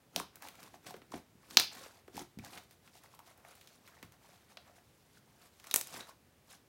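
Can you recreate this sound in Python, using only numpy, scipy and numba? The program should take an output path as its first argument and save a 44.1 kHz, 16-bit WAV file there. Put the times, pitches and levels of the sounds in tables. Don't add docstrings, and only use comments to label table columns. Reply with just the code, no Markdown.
import sys
import numpy as np
from scipy import signal
from scipy.fft import rfft, irfft
from scipy.io import wavfile
from scipy.ndimage import uniform_filter1d
from numba import njit

SR = 44100
rng = np.random.default_rng(int(sys.argv[2]) if len(sys.argv) > 2 else 0)


def transcribe(signal):
    frames = np.atleast_2d(signal).T
    limited = np.clip(frames, -1, 1)
    pcm = np.round(limited * 32767).astype(np.int16)
    wavfile.write(sys.argv[1], SR, pcm)


N = 294569

# freq_hz, gain_db
ROOM_TONE_SPECTRUM = [(20, -20.5), (40, -10), (65, 0.5), (105, 3), (180, -0.5), (400, -4.5), (1000, -12),
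                      (2100, -15), (5000, -20.5), (15000, -24), (16000, -23)]
# full_effort_s, hold_s, squash_db, pores_db, threads_db
PRESS_STROKES = [(0.174, 0.031, -49.5, -51, -52), (0.434, 0.039, -60.5, -54, -57),
                 (0.593, 0.08, -64, -60, -60.5), (0.739, 0.016, -62.5, -67, -63.5),
                 (0.87, 0.027, -55.5, -54, -53.5), (.955, .015, -59.5, -64, -68),
                 (1.138, 0.037, -51, -56.5, -57), (1.508, 0.12, -58.5, -61, -55.5),
                 (1.726, 0.13, -63, -55.5, -55), (2.16, 0.056, -49.5, -55.5, -52.5),
                 (2.444, 0.033, -58.5, -56.5, -58), (2.525, 0.057, -59.5, -55.5, -56),
                 (3.774, 0.046, -71, -91, -80.5), (4.035, .012, -64, -65, -67),
                 (5.935, 0.074, -56.5, -52.5, -53)]
# full_effort_s, hold_s, threads_db, pores_db
PULL_STROKES = [(0.353, 0.024, -80, -66.5), (0.52, 0.037, -69, -66), (1.429, 0.03, -71, -67.5),
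                (1.882, 0.11, -67, -66.5), (2.615, .03, -69, -81), (2.715, 0.019, -68, -72),
                (2.851, .03, -67, -70), (2.952, 0.027, -60.5, -68), (3.045, 0.014, -65, -62),
                (3.122, 0.035, -66.5, -69), (3.265, 0.049, -63.5, -63), (3.39, .005, -75, -65),
                (3.45, .01, -71.5, -63), (3.486, 0.039, -62.5, -61.5), (3.56, .2, -67, -70.5),
                (3.866, 0.022, -64, -62), (3.929, 0.063, -69.5, -64.5), (4.137, .005, -72, -65.5),
                (4.23, .13, -67.5, -67), (4.383, .06, -74, -76), (4.509, .015, -64, -63),
                (4.611, .01, -74.5, -74.5), (4.668, .03, -70, -64), (4.763, 0.023, -67, -68),
                (4.85, 0.28, -75.5, -84), (5.16, 0.017, -65.5, -72), (5.27, .1, -75, -74.5),
                (5.412, 0.06, -65, -66.5), (5.533, .08, -71.5, -80), (5.654, 0.1, -60, -62),
                (5.867, 0.097, -58.5, -63), (6.017, 0.011, -68, -64), (6.085, 0.015, -58.5, -55.5),
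                (6.508, 0.038, -57.5, -61.5)]
# freq_hz, gain_db
SQUASH_SPECTRUM = [(25, -32), (50, -13), (100, -5.5), (180, -1), (300, 2.5), (480, -4.5), (800, -18.5),
                   (2000, -47.5)]
PORE_SPECTRUM = [(250, -21), (500, -3), (900, -2), (1400, -3.5), (2100, -6), (3000, -12.5), (7000, -40.5)]
THREAD_SPECTRUM = [(1000, -22), (2200, -3.5), (3500, -1.5), (5500, -2), (8000, -5), (12000, -7),
                   (16000, -6.5)]
# start_s, level_db, cavity_hz, body_db, crack_db
POCKET_SNAPS = [(0.1614, -5, 3970, -17.5, -10), (.1787, -30, 6450, -11, -10), (.199, -17.5, 8100, 2, -16.5),
                (0.357, -26, 13100, -16, 3), (0.4227, -24, 2000, 0, 0), (0.4728, -28, 2700, -8, -11),
                (0.486, -23, 2700, -6, -5), (.5545, -33.5, 2500, 8, -1), (.630, -27.5, 1970, -10, -7.5),
                (0.7407, -32, 1400, -10, -26), (.867, -26.5, 4600, -2, -13), (0.9077, -28, 1800, -3, -3),
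                (0.941, -27.5, 1560, 5, -21), (0.9653, -33.5, 1480, -3, -8), (1.018, -33.5, 1910, 4, -22),
                (1.1194, -29.5, 5700, -3, -14), (1.1412, -23.5, 1500, 6, -26),
                (1.5088, -25.5, 4050, 1, -11), (1.5711, 11, 4000, -7.5, -19),
                (1.5985, -1.5, 4500, -2, -1.5), (1.861, -31, 1500, -3, -16), (2.0793, -33, 1295, -2.5, -16),
                (2.168, -23, 5000, 2, -4), (2.178, -28, 4000, -5, -14), (2.1928, -24, 5470, -18, -20),
                (2.3878, -28, 4290, 2.5, -8), (2.4477, -25.5, 5000, -4, -6), (2.5332, -28.5, 3000, -8, -24),
                (2.575, -25.5, 3200, 5.5, -15), (2.580, -26.5, 3000, 7, -7), (2.710, -33.5, 4030, -2, -3),
                (2.8761, -34, 2045, 5.5, -14.5), (3.0366, -33.5, 1994, 6.5, 5),
                (3.1493, -36.5, 12120, -12, -5), (3.1912, -31, 2010, 3.5, -2),
                (3.3765, -40, 12220, -6.5, -6.5), (3.4495, -32.5, 1685, -10, -19),
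                (3.5533, -34.5, 12140, -3, 1), (3.612, -32.5, 3010, -4.5, -9.5),
                (3.6735, -31.5, 4000, -8, -9), (3.8763, -32.5, 1930, -8, -10.5),
                (4.0279, -24, 1900, 2.5, -8), (4.1218, -35.5, 1610, -5, -1), (4.5713, -23, 3300, -2, -22),
                (5.599, -32, 4950, 5, -6), (5.642, -28.5, 1800, 11, -3), (5.6705, -25, 6900, 3, -6),
                (5.712, -13, 4000, -14, -6), (5.741, 1.5, 9000, -4, -5), (5.7605, 1.5, 8960, -16, -9.5),
                (5.812, -11, 6660, -11, -4), (5.8719, -23, 9000, -16, -7)]
# start_s, level_db, start_hz, end_hz
POCKET_GULPS = [(.1632, -29.5, 816, 300), (.164, -42, 260, 109), (0.176, -36, 310, 132),
                (.179, -38, 990, 700), (.2, -27, 1270, 650), (0.2028, -40, 504, 160), (.424, -42, 915, 790),
                (.451, -40.5, 960, 790), (.7415, -42, 960, 296), (.869, -45, 726, 450),
                (.908, -38, 900, 550), (0.943, -38.5, 590, 150), (1.02, -50, 383, 130),
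                (1.1216, -37.5, 1210, 740), (1.138, -32.5, 774, 557), (1.141, -34, 332, 211),
                (1.165, -43, 280, 220), (1.354, -52.5, 259, 149), (1.5709, -19.5, 1330, 1130),
                (1.5719, -32.5, 300, 109.8), (1.5737, -6, 2960, 7700), (1.862, -43.5, 660, 250),
                (2.082, -42.5, 500, 148), (2.178, -31, 862, 770), (2.214, -43.5, 377, 195),
                (2.373, -39, 203, 159), (2.388, -37.5, 260, 90), (2.395, -42, 2250, 2540),
                (2.396, -42, 125, 100), (2.440, -42.5, 834, 775), (2.954, -51.5, 850, 600),
                (3.042, -52, 994, 690), (3.139, -48, 1200, 705), (3.192, -47, 1000, 708),
                (3.2019, -46, 1300, 500), (3.449, -47, 849, 469), (4.031, -46.5, 333.3, 90),
                (4.045, -49, 119.6, 70.1), (4.245, -53, 956, 705), (4.571, -44, 779, 400),
                (4.697, -51, 695, 520), (4.781, -53.5, 776, 624), (5.172, -51.5, 1601, 1306),
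                (5.7125, -28, 3500, 4200), (5.7415, -24.5, 2100, 1604), (5.989, -43, 1200, 696),
                (6.007, -33, 3590, 4400), (6.093, -42.5, 1020, 1154)]
# band_hz, level_db, t60_s
WALL_BANDS = [(120, -7.5, 0.24), (300, -8.5, .22), (800, -7, .21), (1999, -11.5, .28), (4200, -8, .31),
              (7600, -11, .19), (15000, -9, .18)]


def undb(db):
    return 10 ** (np.asarray(db) / 20)


def unit_rms(x):
    return x / np.sqrt(np.mean(x ** 2))


def pulse(magnitude):
    cepstrum = irfft(np.log(magnitude + 1e-6))
    half = len(cepstrum) // 2
    cepstrum[1:half] *= 2
    cepstrum[half + 1:] = 0
    return irfft(np.exp(rfft(cepstrum)))


def colour(x, spectrum):
    freq_hz, gain_db = np.transpose(spectrum)
    log_f = np.log(np.fft.rfftfreq(4096, 1 / SR) + 1)
    magnitude = undb(np.interp(log_f, np.log(freq_hz), gain_db))
    return unit_rms(signal.oaconvolve(x, pulse(magnitude))[:len(x)])


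def add(track, start_s, sound):
    i = max(int(start_s * SR), 0)
    track[i:i + len(sound)] += sound[:max(len(track) - i, 0)]


def room_tone(level_db=-67):
    return undb(level_db) * colour(rng.standard_normal(N), ROOM_TONE_SPECTRUM)


def stroke(full_effort_s, hold_s, attack_s, release_s):
    t = np.arange(N) / SR - full_effort_s
    log_effort = np.minimum(t, 0) / attack_s - np.maximum(t - hold_s, 0) / release_s
    return np.exp(np.maximum(log_effort, -20))


@njit
def grains(start_sample, pitch_hz, glide_ratio, cycles, gain):
    out = np.zeros(N)
    for k, start in enumerate(start_sample):
        length = int(cycles[k] * SR / pitch_hz[k]) + 2
        phase = 0.
        for i in range(min(length, N - start)):
            phase += 2 * np.pi * pitch_hz[k] * (1 + glide_ratio[k] * i / length) / SR
            out[start + i] += gain[k] * np.exp(-6.9 * i / length) * np.sin(phase)
    return out


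def crackle(spectrum, low_hz, high_hz, per_s, cycles, spread_db, smear_db, clump_db, even_s):
    when, pitch, slide, length, strength = rng.random((int(per_s * N / SR), 5)).T
    pitch_hz = low_hz * (high_hz / low_hz) ** pitch
    gain = undb(-spread_db * np.log(1 - .98 * strength)) * pitch_hz / high_hz
    bursts = grains((when * N).astype(np.int64), pitch_hz, .7 * slide - .55, cycles * (.5 + length), gain)
    swarm = colour(bursts, spectrum) + undb(smear_db) * colour(rng.standard_normal(N), spectrum)
    grip = unit_rms(uniform_filter1d(rng.standard_normal(N), int(.0094 * SR)))
    swarm *= undb(clump_db * grip)
    return swarm / np.sqrt(uniform_filter1d(swarm ** 2, int(even_s * SR)) + 1e-6)


def kneading():
    squash_gain = pore_gain = thread_gain = 0
    for full_effort_s, hold_s, squash_db, pores_db, threads_db in PRESS_STROKES:
        effort = stroke(full_effort_s, hold_s, attack_s=.018, release_s=.016)
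        squash_gain += undb(squash_db) * effort
        pore_gain += undb(pores_db) * effort
        thread_gain += undb(threads_db) * effort
    for full_effort_s, hold_s, threads_db, pores_db in PULL_STROKES:
        effort = stroke(full_effort_s, hold_s, attack_s=.02, release_s=.014)
        pore_gain += undb(pores_db) * effort
        thread_gain += undb(threads_db) * effort
    squash = squash_gain * crackle(SQUASH_SPECTRUM, low_hz=90, high_hz=600, per_s=510, cycles=1.1,
                                   spread_db=7.5, smear_db=-6.5, clump_db=.5, even_s=.081)
    pores = pore_gain * crackle(PORE_SPECTRUM, low_hz=450, high_hz=2800, per_s=550, cycles=15,
                                spread_db=2.5, smear_db=-9, clump_db=1.5, even_s=.049)
    threads = thread_gain * crackle(THREAD_SPECTRUM, low_hz=2000, high_hz=13000, per_s=2600, cycles=27,
                                    spread_db=3.5, smear_db=-2.5, clump_db=2, even_s=.042)
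    return undb(-2) * squash + undb(-2) * pores + undb(-1.5) * threads


def near_echoes(level_db, table_s=.0004, table_db=-4, ripple_depth=.55, size=2048):
    t = np.arange(size) / SR
    scatter_db = -.14 * level_db
    scatter_s = .004 * undb(-.17 * level_db)
    paths = rng.standard_normal(size) * np.exp(-t / scatter_s)
    paths *= undb(scatter_db) / np.linalg.norm(paths)
    paths[0] = 1
    paths[int(table_s * SR * rng.uniform(.7, 1.3))] += undb(table_db)
    response = rfft(paths)
    return response * rfft(pulse(np.abs(response) ** (ripple_depth - 1)))


def snap(level_db, cavity_hz, body_db, crack_db,
         cavity_octaves=.61, body_hz=1450, body_octaves=1.095, low_hz=190, lag_cycles=1.1, size=2048):
    freq_hz = np.fft.rfftfreq(size, 1 / SR) + 1
    cavity = np.exp(-.5 * np.abs(np.log2(freq_hz / cavity_hz) / cavity_octaves) ** 3)
    body = undb(body_db) * np.exp(-.5 * (np.log2(freq_hz / body_hz) / body_octaves) ** 2)
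    low_cut = freq_hz ** 2 / (freq_hz ** 2 + low_hz ** 2)
    burst = pulse(np.sqrt(cavity ** 2 + body ** 2 + undb(crack_db) ** 2) * low_cut)
    lag = np.exp(-2j * np.pi * lag_cycles * np.log((freq_hz + low_hz) / SR))
    burst = irfft(rfft(burst) * near_echoes(level_db, size=size) * lag)
    return undb(level_db) * burst / np.linalg.norm(burst)


def gulp(start_hz, end_hz, rise_s=.00056, ref_t60_s=.019, ref_hz=766):
    t60_s = ref_t60_s * (ref_hz / start_hz) ** .54
    t = np.arange(int(1.4 * t60_s * SR)) / SR
    pitch_hz = end_hz + (start_hz - end_hz) * np.exp(-t / (.35 * t60_s))
    envelope = 1.4 * (1 - np.exp(-t / rise_s)) * np.exp(-np.log(1000) * t / t60_s)
    return envelope * np.sin(2 * np.pi * np.cumsum(pitch_hz) / SR)


def wall_reverb(x, early_s=.003, gap_s=.0105, build_s=.001):
    t = np.arange(int(.6 * SR)) / SR
    band_hz, levels_db, t60s_s = np.transpose(WALL_BANDS)
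    log_f = np.log(np.fft.rfftfreq(len(t), 1 / SR) + 1)
    noise = rfft(rng.standard_normal(len(t)))
    onset = 1 - np.exp(-np.maximum(t - gap_s, 0) / build_s) + .42 * (t > early_s)
    tail = 0
    for band_weights, level_db, t60_s in zip(np.eye(len(band_hz)), levels_db, t60s_s):
        fade = onset * np.exp(-np.log(1000) * t / t60_s)
        band = irfft(noise * np.interp(log_f, np.log(band_hz), band_weights), len(t))
        tail += undb(level_db) * band * fade / np.linalg.norm(fade)
    return signal.fftconvolve(x, tail)[:N]


def scene():
    slime = kneading()
    for start_s, level_db, cavity_hz, body_db, crack_db in POCKET_SNAPS:
        add(slime, start_s, snap(level_db, cavity_hz, body_db, crack_db))
    for start_s, level_db, start_hz, end_hz in POCKET_GULPS:
        add(slime, start_s, undb(level_db) * gulp(start_hz, end_hz))
    return (slime + wall_reverb(slime) + room_tone())[None]


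def record(dry):
    low_hz, top_hz = 45, 15900
    highpass = signal.butter(2, low_hz, "highpass", fs=SR, output="sos")
    lowpass = signal.ellip(10, .2, 70, top_hz, fs=SR, output="sos")
    thinned = signal.sosfilt(highpass, np.clip(dry, -1, 1))
    return signal.sosfilt(lowpass, thinned)


dry = scene()
out = record(dry)
transcribe(out)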